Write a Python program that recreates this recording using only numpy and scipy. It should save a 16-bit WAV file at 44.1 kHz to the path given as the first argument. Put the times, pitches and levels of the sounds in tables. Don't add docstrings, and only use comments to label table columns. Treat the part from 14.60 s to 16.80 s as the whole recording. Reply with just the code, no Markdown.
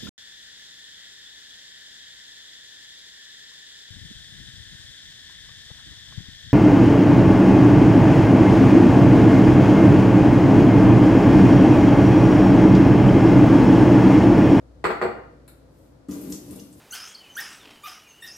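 import sys
import numpy as np
from scipy import signal
from scipy.fft import rfft, irfft
from scipy.io import wavfile

SR = 44100
rng = np.random.default_rng(int(sys.argv[2]) if len(sys.argv) > 2 else 0)


def materialize(psi):
    bounded = np.clip(np.atleast_2d(psi).T, -1, 1)
    quanta = np.round(bounded * 32767).astype(np.int16)
    wavfile.write(sys.argv[1], SR, quanta)


N = 97020


def undb(db):
    return 10 ** (np.asarray(db) / 20)


def clock():
    return np.arange(N) / SR


def unit_rms(x):
    return x / np.sqrt(np.mean(x ** 2))


def unit_energy(x):
    return x / np.sqrt(np.sum(x ** 2, axis=-1, keepdims=True))


def decay(t60):
    return np.exp(-np.minimum(np.log(1000) * clock() / t60, 40))


def convolve(x, y):
    return signal.fftconvolve(np.atleast_2d(x), np.atleast_2d(y), axes=-1)[:, :N]


def cue(start_s, x):
    return np.pad(np.atleast_2d(x), ((0, 0), (int(start_s * SR), 0)))[:, :N]


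def pan(x, left_db):
    return x * undb(np.array([[1], [-1]]) * left_db / 2)


def filt(x, hz, kind, order=2):
    sos = signal.butter(order, np.minimum(hz, SR / 2 - 1), kind, fs=SR, output="sos")
    return signal.sosfilt(sos, x + 1e-18)


def eq(x, curve, size=4096):
    hz, db = np.array(curve).T
    bin_hz = np.arange(size // 2 + 1) * SR / size
    gain = undb(np.interp(np.log(bin_hz + 1), np.log(hz), db))
    cepstrum = irfft(np.log(gain))
    cepstrum[1:size // 2] *= 2
    cepstrum[size // 2 + 1:] = 0
    return convolve(x, irfft(np.exp(rfft(cepstrum))))


def stereo_noise(wide_hz=660):
    mid, side = rfft(rng.standard_normal((2, N)))
    hz = np.arange(len(mid)) * SR / N
    alike = 1 / (1 + (hz / wide_hz) ** 2) ** 2
    spread = np.array([[1], [-1]]) * side * np.sqrt((1 - alike) / 2)
    return irfft(mid * np.sqrt((1 + alike) / 2) + spread, N)


def ring(modes):
    return sum((-1) ** k * undb(db) * np.sin(2 * np.pi * hz * clock()) * decay(t60)
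               for k, (hz, db, t60) in enumerate(modes))


def impacts(per_s, scatter_db):
    hits = rng.random(N) < per_s / SR
    size = undb(scatter_db * np.clip(rng.standard_normal(N), -2, 2))
    return unit_rms(hits * size * rng.choice([-1, 1], N))


def reverb(x, room, wet_db):
    return x + undb(wet_db) * convolve(x, room)


def kitchen_response(bass_t60=0.62, treble_t60=0.35, damp_hz=5040, lowest_hz=62.5, bands=9):
    spectrum, tail = rfft(stereo_noise()), 0
    bin_hz = np.arange(spectrum.shape[1]) * SR / N
    octave = np.clip(np.log2((bin_hz + 1) / lowest_hz), 0, bands - 1)
    for k in range(bands):
        hz = lowest_hz * 2 ** k
        t60 = treble_t60 + (bass_t60 - treble_t60) / (1 + (hz / damp_hz) ** 2)
        band = irfft(spectrum * np.maximum(1 - abs(octave - k), 0), N)
        tail = tail + band * decay(t60)
    attack = 1 - np.exp(-clock() / 0.0019)
    early = stereo_noise() * decay(t60=0.11)
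    return unit_energy(tail * attack) + undb(-0.5) * unit_energy(early * attack)


# f/Hz, level/dB
AIR_EQ = [(20, -9), (45, -12), (70, 0), (130, 3.5), (210, -8), (280, 2), (400, -9.5), (520, -3.5),
          (750, -15), (1500, -23), (2800, -33), (4200, -31), (9000, -39), (14000, -47.5)]
def room_tone():
    return undb(-52) * unit_rms(eq(stereo_noise(), AIR_EQ))


def appliance_hum(hz=58.2, hold_s=0.4, fade_db_per_s=9):
    t = clock()
    level_db = -52 - fade_db_per_s * np.maximum(t - hold_s, 0)
    return undb(level_db) * unit_rms(np.sin(2 * np.pi * hz * t))


def drip(room, start_s=1.988, hz=2860):
    ping = np.sin(2 * np.pi * hz * clock()) * decay(t60=0.12)
    return undb(-57) * reverb(cue(start_s, ping), room, wet_db=2.5)


LANDING_S = 1.4852
# t/s, level/dB
STREAM_FORCE = [(1.485, 0), (1.53, 1), (1.6, -3), (1.655, 0), (1.74, 0), (1.80, -9.5), (1.875, -10.5),
                (1.91, -1.5), (1.995, -7.5), (2.03, -13), (2.12, -21.5), (2.2, -10)]
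def flow():
    t = clock()
    return undb(np.interp(t, *np.array(STREAM_FORCE).T)) * (t > LANDING_S)


def landing_ramp(attack_s):
    return np.clip((clock() - LANDING_S) / attack_s, 0, 1)


# f/Hz, level/dB
SPRAY_EQ = [(700, -17), (1500, -8.5), (2400, -6), (4000, -3), (6300, -2), (8500, 0), (12000, 1), (14500, 1)]
def spray(room):
    droplets = flow() ** 0.62 * landing_ramp(attack_s=0.01) * impacts(per_s=1500, scatter_db=0.5)
    return undb(-57) * reverb(eq(droplets, SPRAY_EQ), room, wet_db=7.5)


def lid_fizz(room, peak_s=1.2, width_s=0.11):
    swell = np.exp(-((clock() - peak_s) / width_s) ** 2)
    fizz = eq(swell * impacts(per_s=3000, scatter_db=8), SPRAY_EQ)
    return undb(-74.5) * reverb(fizz, room, wet_db=4)


# f/Hz, level/dB
PATTER_EQ = [(40, -24), (90, -1.5), (250, 1), (450, -3), (750, -14.5), (1200, -19), (2200, -25),
             (5000, -36.5)]
def patter(room):
    tap = unit_energy(eq(signal.unit_impulse(N), PATTER_EQ))
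    taps = convolve(flow() * impacts(per_s=900, scatter_db=4.5), tap)
    return undb(-54.5) * reverb(taps, room, wet_db=7.5)


# f/Hz, level/dB, t60/s
BASIN_MODES = [(81.4, -19, 0.13), (187.1, -4.5, 0.19), (204.2, -9.5, 0.15), (250.3, -7, 0.17),
               (292.6, 0, 0.26), (359, -18.5, 0.43), (405.5, -17.5, .18), (478, -20.5, 0.2),
               (591, -23.5, 0.23)]
def basin_drum(room):
    steel = ring(BASIN_MODES)
    thump = cue(LANDING_S, filt(steel, 425, "low"))
    drops = flow() * landing_ramp(attack_s=0.052) * impacts(per_s=800, scatter_db=4)
    drumming = convolve(drops, unit_energy(steel))
    return reverb(undb(-24.5) * thump + undb(-34.5) * drumming, room, wet_db=-15)


# t/s, level/dB, centre f/Hz, decay time/s
SPLASH_CUES = [(1.4844, -20, 7100, 0.0035), (1.489, -13, 1130, 0.0046), (1.509, -6.5, 6300, 0.0092),
               (1.523, -15, 1370, .006), (1.529, -11.5, 6760, .02), (1.61, -10, 12600, 0.0099),
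               (1.698, -4.5, 12300, 0.04), (1.72, -1.5, 7600, 0.013), (1.7223, -0.5, 6220, 0.0047),
               (1.742, -5.5, 6960, .02), (1.757, -14, 6400, 0.0091), (1.907, -11, 9800, .008),
               (1.952, -25, 11000, .015), (1.958, -11.5, 10500, 0.0078), (1.9946, -10, 6000, .007),
               (2.1253, -17, 8500, .01)]
def splashes(room, attack_s=0.0011, relative_width=0.19):
    t, mix = clock(), 0
    for start_s, db, hz, decay_s in SPLASH_CUES:
        envelope = np.exp(-t / decay_s) * (1 - np.exp(-t / attack_s))
        burst = impacts(per_s=5000, scatter_db=-2) * envelope
        edges_hz = hz * np.exp(np.array([-1, 1]) * relative_width / 2)
        bubbles = unit_energy(filt(burst, edges_hz, "band", order=1))
        crackle = unit_energy(filt(burst, 5700, "high"))
        mix = mix + undb(db) * cue(start_s, bubbles + undb(-6) * crackle)
    return undb(-14) * reverb(mix, room, wet_db=-1)


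# f/Hz, level/dB
TICK_EQ = [(500, -6.5), (1400, 3.5), (2400, -4.5), (3100, -8), (4100, -2), (5800, -19), (7500, -5),
           (12000, -1), (14500, -5.5)]
def jar_tick(room, start_s=0.878):
    scuff = unit_energy(impacts(per_s=6000, scatter_db=3.5) * decay(t60=0.043))
    return undb(-23.5) * reverb(eq(cue(start_s, scuff), TICK_EQ), room, wet_db=6)


# t/s, clack level/dB, clack cutoff f/Hz, boom level/dB, glass level/dB
KNOCK_CUES = [(0.2409, -1, 2130, -11.5, -2.5), (0.252, -4, 2000, -2.5, 4.5), (0.288, -8.5, 1000, -2.5, -5),
              (.304, -6.5, 1970, -6.5, -14), (0.4149, -4, 1730, -9, -12), (0.421, -7, 1740, -2, 2),
              (0.4292, -7.5, 1100, -8.5, -16), (.4505, -6.5, 700, 1, -8)]
# f/Hz, level/dB
CLACK_EQ = [(40, -14.5), (100, -3.5), (220, -3), (400, 3.5), (750, 0), (1400, 0), (2100, -0.5), (3100, -9),
            (4500, -5), (5800, -17), (8000, 3), (10000, -11), (13000, 5.5)]
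# f/Hz, level/dB, t60/s
COUNTER_MODES = [(97.4, -19.5, 0.35), (185.5, -13.5, .25), (369.4, 1.5, 0.18), (457.1, 5, .21),
                 (483, -7.5, 0.21), (600, -19, .35), (618, -18, 0.23), (679, -7.5, 0.29), (805, -13.5, 0.4),
                 (918, -17, 0.26), (1044, -23.5, 0.21), (1179, -15, 0.29), (1362, -10, 0.13),
                 (1544, -13.5, 0.21), (2010, -17, 0.16)]
# f/Hz, level/dB, t60/s
GLASS_MODES = [(2273, -3, 0.33), (2430, -4, .3), (2834, -8.5, 0.52), (4300, -6, .15), (4394, -1.5, 0.2),
               (4460, -1, .2), (4570, -7.5, 0.18), (4710, -9.5, .16), (7000, -18, .25), (7800, -10, 0.18),
               (12950, -19, .22)]
def jar_knocks(room, thud_hz=2090):
    clack, boom, glass = 0, 0, 0
    counter_ring, glass_ring = ring(COUNTER_MODES), ring(GLASS_MODES)
    for start_s, clack_db, cutoff_hz, boom_db, glass_db in KNOCK_CUES:
        hit = unit_energy(rng.standard_normal(N) * decay(t60=0.008))
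        thud = filt(hit, thud_hz, "low", order=4)
        chatter = filt(unit_energy(stereo_noise() * decay(t60=0.077)), 130, "high")
        contact = undb(2) * thud + undb(-0.5) * chatter
        clack = clack + undb(clack_db) * cue(start_s, filt(contact, cutoff_hz, "low"))
        boom = boom + undb(boom_db) * cue(start_s, counter_ring)
        glass = glass + undb(glass_db) * cue(start_s, glass_ring)
    return (undb(14.5) * reverb(eq(clack, CLACK_EQ), room, wet_db=0.5)
            + undb(-25.5) * reverb(filt(boom, thud_hz, "low", order=4), room, wet_db=-12.5)
            + undb(-49) * reverb(glass, room, wet_db=-2.5))


def scene():
    room = kitchen_response()
    jar = jar_knocks(room) + jar_tick(room) + lid_fizz(room)
    bed = room_tone() + appliance_hum()
    water = basin_drum(room) + patter(room) + spray(room) + splashes(room) + drip(room)
    return pan(bed + jar, left_db=2) + pan(water, left_db=2.5)


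def record(dry, low_cut_hz=35.5, high_cut_hz=14400):
    high_cut = signal.ellip(10, 0.2, 80, high_cut_hz, fs=SR, output="sos")
    return signal.sosfilt(high_cut, filt(dry, low_cut_hz, "high", order=4))


dry = scene()
out = record(dry)
materialize(out)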